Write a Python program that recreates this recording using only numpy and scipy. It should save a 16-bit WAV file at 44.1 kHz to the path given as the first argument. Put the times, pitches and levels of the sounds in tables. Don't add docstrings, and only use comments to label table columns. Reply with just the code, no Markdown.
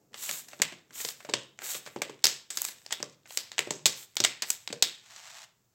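import sys
import numpy as np
from scipy import signal
from scipy.fft import rfft, irfft
from scipy.io import wavfile

SR = 44100
rng = np.random.default_rng(int(sys.argv[2]) if len(sys.argv) > 2 else 0)


def master_out(mix):
    frames = np.transpose(np.atleast_2d(mix))
    ceiling = np.clip(frames, -1, 1)
    pcm = np.round(ceiling * 32767).astype(np.int16)
    wavfile.write(sys.argv[1], SR, pcm)


N = 253265
TIME = np.arange(N) / SR

# frequency in Hz,
# relative level in dB per Hz.
WALL_COLOUR = [(70, -29), (160, -15), (500, -5.5), (850, -2.5), (1200, -4), (1700, 1), (3500, 3.5),
               (5500, 3), (7800, 7), (8400, 1), (9200, -10), (10200, -11.5), (11800, -8.5), (15500, -12)]
# start in seconds, strength in dB before a common trim,
# pitch in Hz, 60 dB decay time in ms.
PANEL_POPS = [(.2907, -35.5, 624, 18), (0.532, -39.5, 603, 16), (.599, -30.5, 363, 9.7),
              (.618, -28, 470, 14), (0.7229, -36.5, 321, 9.2), (1.0487, -34.5, 473, 23),
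              (1.2488, -34.5, 624, 22), (1.2897, -29.5, 404, 7.2), (1.2964, -27, 423, 14),
              (1.338, -22, 468, 7.8), (1.7489, -36, 517, 14), (1.8733, -36, 570, 11),
              (1.9613, -24, 380, 9.3), (2.0199, -26, 570, 10.4), (2.0959, -30.5, 418, 16),
              (2.241, -29.5, 406, 12), (3.002, -35, 348, 8.3), (3.0293, -28.5, 515, 8.3),
              (3.5926, -28, 444, 15), (3.6718, -27.5, 394, 12), (3.7075, -23, 420, 9),
              (3.8581, -23, 512, 6.8), (4.202, -24, 362, 9.9), (4.703, -32, 262, 12),
              (4.7279, -26.5, 475, 43), (4.8249, -33, 353, 10)]
# start in seconds, length in seconds, level of the air stream in dB
HAND_SQUEEZES = [(.15, .295, -41.5), (.92, 0.23, -43), (1.606, 0.2, -41), (2.515, 0.24, -48),
                 (3.268, .17, -52), (3.938, 0.13, -52.5), (4.442, 0.13, -47.5)]
TYPICAL_DB = -25
MOVE_S = 5.09


def undb(db):
    return 10 ** (np.asarray(db) / 20)


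def unit(x):
    return x / np.sqrt(np.sum(x ** 2) + 1e-18)


def steady(x):
    return unit(x) * np.sqrt(len(x))


def strength(db):
    return undb(db) * np.sqrt(SR / 1000)


def spectrum(points, hz):
    point_hz, value = np.transpose(points)
    return np.interp(np.log(hz + 1), np.log(point_hz), value)


def response(points, size=512):
    log_gain = np.log(undb(spectrum(points, np.fft.rfftfreq(size, 1 / SR))))
    cepstrum = irfft(log_gain)
    cepstrum[1:size // 2] *= 2
    cepstrum[size // 2 + 1:] = 0
    return irfft(np.exp(rfft(cepstrum)))


def colour(x, points, size=512):
    return signal.fftconvolve(x, response(points, size=size))[:len(x)]


def band(x, lo_hz, hi_hz, order=3):
    edges_hz = [lo_hz, min(hi_hz, SR / 2 - 1)]
    return signal.sosfilt(signal.butter(order, edges_hz, "band", fs=SR, output="sos"), x)


def walk(rate):
    knots = rng.standard_normal(1024)
    return np.interp(TIME * rate, np.arange(len(knots)), knots)


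def add(track, s, sound):
    start = max(int(s * SR), 0)
    part = sound[:max(len(track) - start, 0)]
    track[start:start + len(part)] += part


def envelope(start_s, end_s, rise_s, fall_s):
    before, after = np.maximum(start_s - TIME, 0), np.maximum(TIME - end_s, 0)
    return np.exp(-before / rise_s - after / fall_s)


def grains(rate, spread_db):
    chance, size, sign = rng.random(N), rng.exponential(size=N), rng.choice([-1, 1], N)
    return steady((chance < rate / SR) * sign * undb(spread_db * np.minimum(size, 3)))


def buckles():
    # start in seconds, strength of the crack in dB, pitch of the facet in Hz,
    # ring in ms, fizz in dB relative to the crack, share sent into the room in dB.
    distinct = [(.132, -53, 3500, 2, -16, 5), (.1428, -34, 3040, 1.5, -22, 3.5),
                (.2919, -24.5, 2290, 3, -6, -2), (.3118, -23.5, 5870, 0.47, -6.5, -3),
                (.4852, -39.5, 6500, 1.8, -7.5, 5.5), (.6186, -11, 7600, 0.41, -12, -11),
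                (.6198, -13, 2100, 1.9, -13.5, 1), (.9069, -53.5, 2090, 2.3, -15, 0),
                (1.002, -35.5, 2070, 2, -18, -0.5), (1.0491, -22, 4850, 1.4, -13, -1),
                (1.0879, -25.5, 5100, 1.1, -12, -1.5), (1.2044, -46, 2100, 1.7, -11.5, 3),
                (1.2951, -31.5, 4400, 1.4, -26, 1), (1.3374, -13.5, 3080, 1.8, -27, -1),
                (1.5899, -38, 2250, 0.4, -30, 2), (1.6194, -38, 2090, 1.7, -16, 9.5),
                (1.7488, -31, 3550, 2.9, -16, 5.5), (1.8623, -36, 2180, 3.2, -10, 3),
                (2.0187, -19.5, 2160, 1.9, -13.5, -0.5), (2.2401, -14, 4370, 0.79, -16, 5.5),
                (2.242, -7.5, 5130, 2.1, -10.5, 2), (2.2545, -11, 4850, .4, -8, -1),
                (2.2683, -12.5, 6200, .3, -12.5, 3.5), (2.5033, -24, 7840, 2.5, -14, 6.5),
                (2.5722, -18.5, 5000, 1.7, -9.5, 1), (2.6183, -21.5, 8000, 0.39, 4, -7),
                (2.643, -29.5, 8200, 1.4, -6, 4), (2.6502, -21.5, 7100, 0.82, -4.5, 1.5),
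                (2.6858, -31.5, 3950, 1.9, -5, 2.5), (2.8633, -33.5, 5400, .6, -17, -3),
                (2.9077, -31.5, 2500, 3.6, -28, 2), (2.92, -30.5, 2300, 4, -23, -16),
                (2.9248, -17.5, 3430, 2.4, -11.5, -0.5), (3.0278, -21.5, 5700, 0.56, -18.5, -5),
                (3.2569, -53, 2230, 1.8, -26, 3.5), (3.3062, -38, 3100, 1.5, -27.5, -5.5),
                (3.3735, -15.5, 4850, 1.1, -9.5, 1), (3.5175, -32, 4180, 0.78, -17.5, 2),
                (3.5812, -19.5, 2020, 1.7, -29, 1), (3.5913, -14.5, 2170, 0.9, -13.5, -2.5),
                (3.7071, -19, 6500, 1.3, -18.5, 3), (3.8574, -6, 4160, 3.2, -9.5, -3),
                (3.864, -11.5, 6200, 1, -13, 5), (4.155, -47, 7960, .5, 3.5, -1.5),
                (4.168, -16.5, 3930, 1.4, -13, -1.5), (4.2026, -13.5, 5250, 1.5, -17, -2),
                (4.2388, -12, 4500, 2.4, -15, 0.5), (4.2478, -8.5, 2060, 1.6, -17, -2),
                (4.4216, -18, 4700, 1.8, -11.5, -1.5), (4.4285, -27.5, 2050, 4.5, -22, 1.5),
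                (4.5027, -12.5, 7100, 1.2, -7, -2.5), (4.6758, -25, 3780, 0.9, -20.5, -1.5),
                (4.7267, -25, 4570, 1.5, -19.5, -3), (4.8243, -6, 3970, 2.1, -13, 0),
                (5.1633, -40.5, 6000, .7, -22, -21)]
    panel_tick = (-40.5, 2501, 2.5, -17, 0)
    return list(distinct) + [(row[0], *panel_tick) for row in PANEL_POPS]


def snap(t, ring_ms, rise_s=0.00018, snap_s=0.00016, ring_share=0.35):
    fall_s = 2.16 * ring_ms / 1000
    decay = np.exp(-t / snap_s) + ring_share * np.exp(-t / fall_s)
    return rng.standard_normal(len(t)) * (1 - np.exp(-t / rise_s)) * decay


def knock(db, facet_hz, ring_ms):
    per_db, per_octave, per_ring_doubling = -0.383, -6, -0.5
    return (-9.5 + per_db * (db - TYPICAL_DB)
            + per_octave * np.log2(facet_hz / 4000)
            + per_ring_doubling * np.log2(ring_ms / 1.7))


def buckle(drive, facet_hz, knock_db, fizz_db, flank_db=-6, skirt_db=-10):
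    wall = colour(drive, WALL_COLOUR)
    peak_hz = facet_hz * np.array([1 / 2.5, 1 / 1.35, 1, 1.35, 2.5])
    facet = colour(wall, np.transpose([peak_hz, [skirt_db, flank_db, 0, flank_db, skirt_db]]))
    spectra, freqs = rfft([wall, facet, wall]), np.fft.rfftfreq(len(drive), 1 / SR)
    above_knock = 1 / (1 + (2100 / (freqs + 1)) ** 6)
    above_crack = 1 / (1 + (9400 / (freqs + 1)) ** 24)
    low, crack, fizz = irfft(spectra * [1 - above_knock, above_knock - above_crack, above_crack])
    return unit(crack) + undb(knock_db) * unit(low) + undb(fizz_db) * unit(fizz)


def cracks(lead_s=.001, size=2048, count=3):
    direct, outward = np.zeros(N), np.zeros((count, N))
    lead = int(lead_s * SR)
    t = np.maximum(TIME[:size] - lead / SR, 0)
    click = (np.arange(size) == lead) * 1.
    for k, (s, db, facet_hz, ring_ms, fizz_db, room_db) in enumerate(buckles()):
        start_s = s - lead / SR
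        knock_db = knock(db, facet_hz, ring_ms)
        heard = buckle(snap(t, ring_ms), facet_hz, knock_db, fizz_db)
        add(direct, start_s, strength(db) * heard)
        sent = buckle(click, facet_hz, knock_db, fizz_db)
        add(outward[k % count], start_s, strength(db) * undb(room_db) * sent)
    return direct, outward


def thump(t, hz, t60_ms, body_db=-6, overtone=2.1, overtone_db=-4.0, overtone_t60=0.0091, detune=0.044,
          push_s=0.00091):
    # frequency in Hz, relative level in dB, 60 dB decay time in seconds.
    hollow_modes = [(141, -4, 0.16), (282.6, -0.5, 0.024), (579, 4.5, 0.042), (855, -1.5, 0.014)]
    push = 1 - np.exp(-t / push_s)
    swing = np.sin(2 * np.pi * hz * t) * undb(-60 * t / (t60_ms / 1000))
    flex = np.sin(2 * np.pi * hz * overtone * t) * undb(overtone_db - 60 * t / overtone_t60)
    mode_hz, db, mode_t60 = np.transpose(hollow_modes)[:, :, None]
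    shift, turn = rng.standard_normal((2, len(hollow_modes), 1))
    tones = np.sin(2 * np.pi * (mode_hz * (1 + detune * shift) * t + turn))
    modes = (undb(db - 60 * t / mode_t60) * tones).sum(axis=0)
    sound = unit((swing + flex) * push) + undb(body_db) * unit(modes * push)
    return unit(band(sound, 130, 1600, order=4))


def thumps(trim_db=-0.5, size=4096, count=3):
    out = np.zeros((count, N))
    for k, (s, db, hz, t60_ms) in enumerate(PANEL_POPS):
        add(out[k % count], s, strength(db + trim_db) * thump(TIME[:size], hz, t60_ms))
    return out


def stream(arch_drop_db=24.5, arch_power=3.58, refill_db=-23, refill_s=0.055):
    out = np.zeros(N)
    for s, length_s, db in HAND_SQUEEZES:
        from_middle = np.minimum(np.abs(2 * (TIME - s) / length_s - 1), 2)
        out += undb(db - arch_drop_db * from_middle ** arch_power)
        since = np.maximum(TIME - s - length_s, 0) / refill_s
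        out += undb(db + refill_db) * since * np.exp(1 - since)
    return out


def jet(gain_db=4.0, flutter_db=2.1, spray_db=-4):
    # frequency in Hz, relative level in dB per Hz.
    jet_spectrum = [(120, -32.5), (250, -24.5), (700, -14), (1200, -10.5), (2600, -9), (4000, -5.5),
                    (4800, -9), (7200, 1.5), (8200, 1), (9200, -13), (10200, -9), (11800, -4), (15500, -7)]
    flow = rng.standard_normal(N) + undb(spray_db) * grains(1200, 6.4)
    return steady(colour(flow, jet_spectrum)) * stream() * undb(gain_db + flutter_db * walk(70))


def strain(growth_per_db=0.1064, rise_s=0.016, fall_s=0.14, rest_before_s=0.077, rest_s=0.045, rest_db=-23.5):
    out = np.zeros(N)
    for s, db, *_ in buckles():
        size = undb(growth_per_db * (db - TYPICAL_DB))
        out = np.maximum(out, size * envelope(s, s, rise_s, fall_s))
    resting = sum(np.exp(-((TIME - s + rest_before_s) / rest_s) ** 2) for s, _, _ in HAND_SQUEEZES)
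    return out * undb(rest_db * resting)


def crinkle(rate=260, spread_db=5, ring_s=0.00059, treble_hz=6500, size=512, buckle_db=-59, squeeze_db=-10):
    energy = signal.lfilter(np.exp(-2 * TIME[:size] / ring_s), 1, grains(rate, spread_db) ** 2)
    ticks = np.sqrt(energy) * rng.standard_normal(N)
    sound = steady(band(colour(ticks, WALL_COLOUR), 300, treble_hz, order=1))
    return sound * (undb(buckle_db) * strain() + undb(squeeze_db) * stream())


def rustle(start_db=-52.5, swell_db_per_s=9.5, uneven_db=1.5, spread_db=4.0):
    # frequency in Hz, relative level in dB per Hz.
    rustle_spectrum = [(200, -24), (480, -14), (680, 4), (1400, 4.5), (4000, 3.5), (5000, 2), (7800, 4),
                       (9200, -13.5), (12500, -12), (15500, -16)]
    db = start_db + swell_db_per_s * (TIME - MOVE_S) + uneven_db * walk(50)
    moving = envelope(MOVE_S, 5.443, rise_s=.04, fall_s=0.005)
    return steady(colour(grains(1700, spread_db), rustle_spectrum)) * undb(db) * moving


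def handling(start_db=-70, easing_db_per_s=-2.5, fall_s=0.089, uneven_db=3):
    held = np.exp(-np.maximum(TIME - MOVE_S, 0) / fall_s)
    db = start_db + easing_db_per_s * TIME + uneven_db * walk(51)
    return steady(band(rng.standard_normal(N), 130, 500, order=2)) * held * undb(db)


def echoes(x):
    # delay in seconds, level in dB relative to the direct sound.
    reflections = [(.0043, -31.5), (0.0138, -17.5)]
    out = x.copy()
    for delay_s, db in reflections:
        add(out, delay_s, undb(db) * x)
    return out


def room(x, build_s=0.00082, gap_s=0.0034, patchy_db=4, blend_s=.12, count=14):
    # frequency in Hz, 60 dB decay time in seconds, energy in dB relative to the direct sound.
    tail_bands = [(150, 0.37, -1), (404, 0.32, -3.5), (963, 0.39, -8.5), (2860, 0.37, -6.5),
                  (6830, 0.31, -11.5), (12900, .25, -11)]
    t = TIME[:32768]
    hz, t60, db = np.transpose(tail_bands)
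    clumps = undb(patchy_db * walk(700)[:len(t)] * np.exp(-t / blend_s))
    noise, freqs = rfft(rng.standard_normal(len(t)) * clumps), np.fft.rfftfreq(len(t), 1 / SR)
    edges = np.geomspace(80, 18000, count + 1)
    onset = 1 - np.exp(-np.maximum(t - gap_s, 0) / build_s)
    tail = np.zeros(len(t))
    for lo, hi in zip(edges, edges[1:]):
        centre = np.log(lo * hi) / 2
        part = irfft(noise * (freqs >= lo) * (freqs < hi), len(t)) * onset
        part *= np.exp(-np.log(1000) * t / np.interp(centre, np.log(hz), t60))
        share = np.sqrt(2 * (hi - lo) / SR)
        tail += unit(part) * share * undb(np.interp(centre, np.log(hz), db))
    return signal.fftconvolve(x, tail)[:N]


def ambience(level_db=-72, wander_db=0.51):
    # frequency in Hz, relative level in dB per Hz.
    tone_spectrum = [(18, -40.5), (30, -19.5), (75, -14.5), (88, -10), (114, -0.5), (152, -8), (219, -12),
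                     (277, -18.5), (350, -16), (3150, -30.5), (7460, -22), (9190, -35.5), (15500, -26.5)]
    tone = steady(colour(rng.standard_normal(N), tone_spectrum, size=4096))
    return tone * undb(level_db + wander_db * walk(1.3))


def scene():
    snaps, outward = cracks()
    pops = thumps()
    soft = jet() + crinkle() + handling() + rustle()
    tail = room(soft) + sum(room(path) for path in outward + pops)
    direct = snaps + pops.sum(axis=0) + soft
    return (echoes(direct) + tail + ambience())[None]


def record(dry, top_hz=15900):
    low_pass = signal.ellip(8, .2, 70, top_hz, fs=SR, output="sos")
    return signal.sosfilt(low_pass, np.clip(dry, -1, 1))


dry = scene()
out = record(dry)
master_out(out)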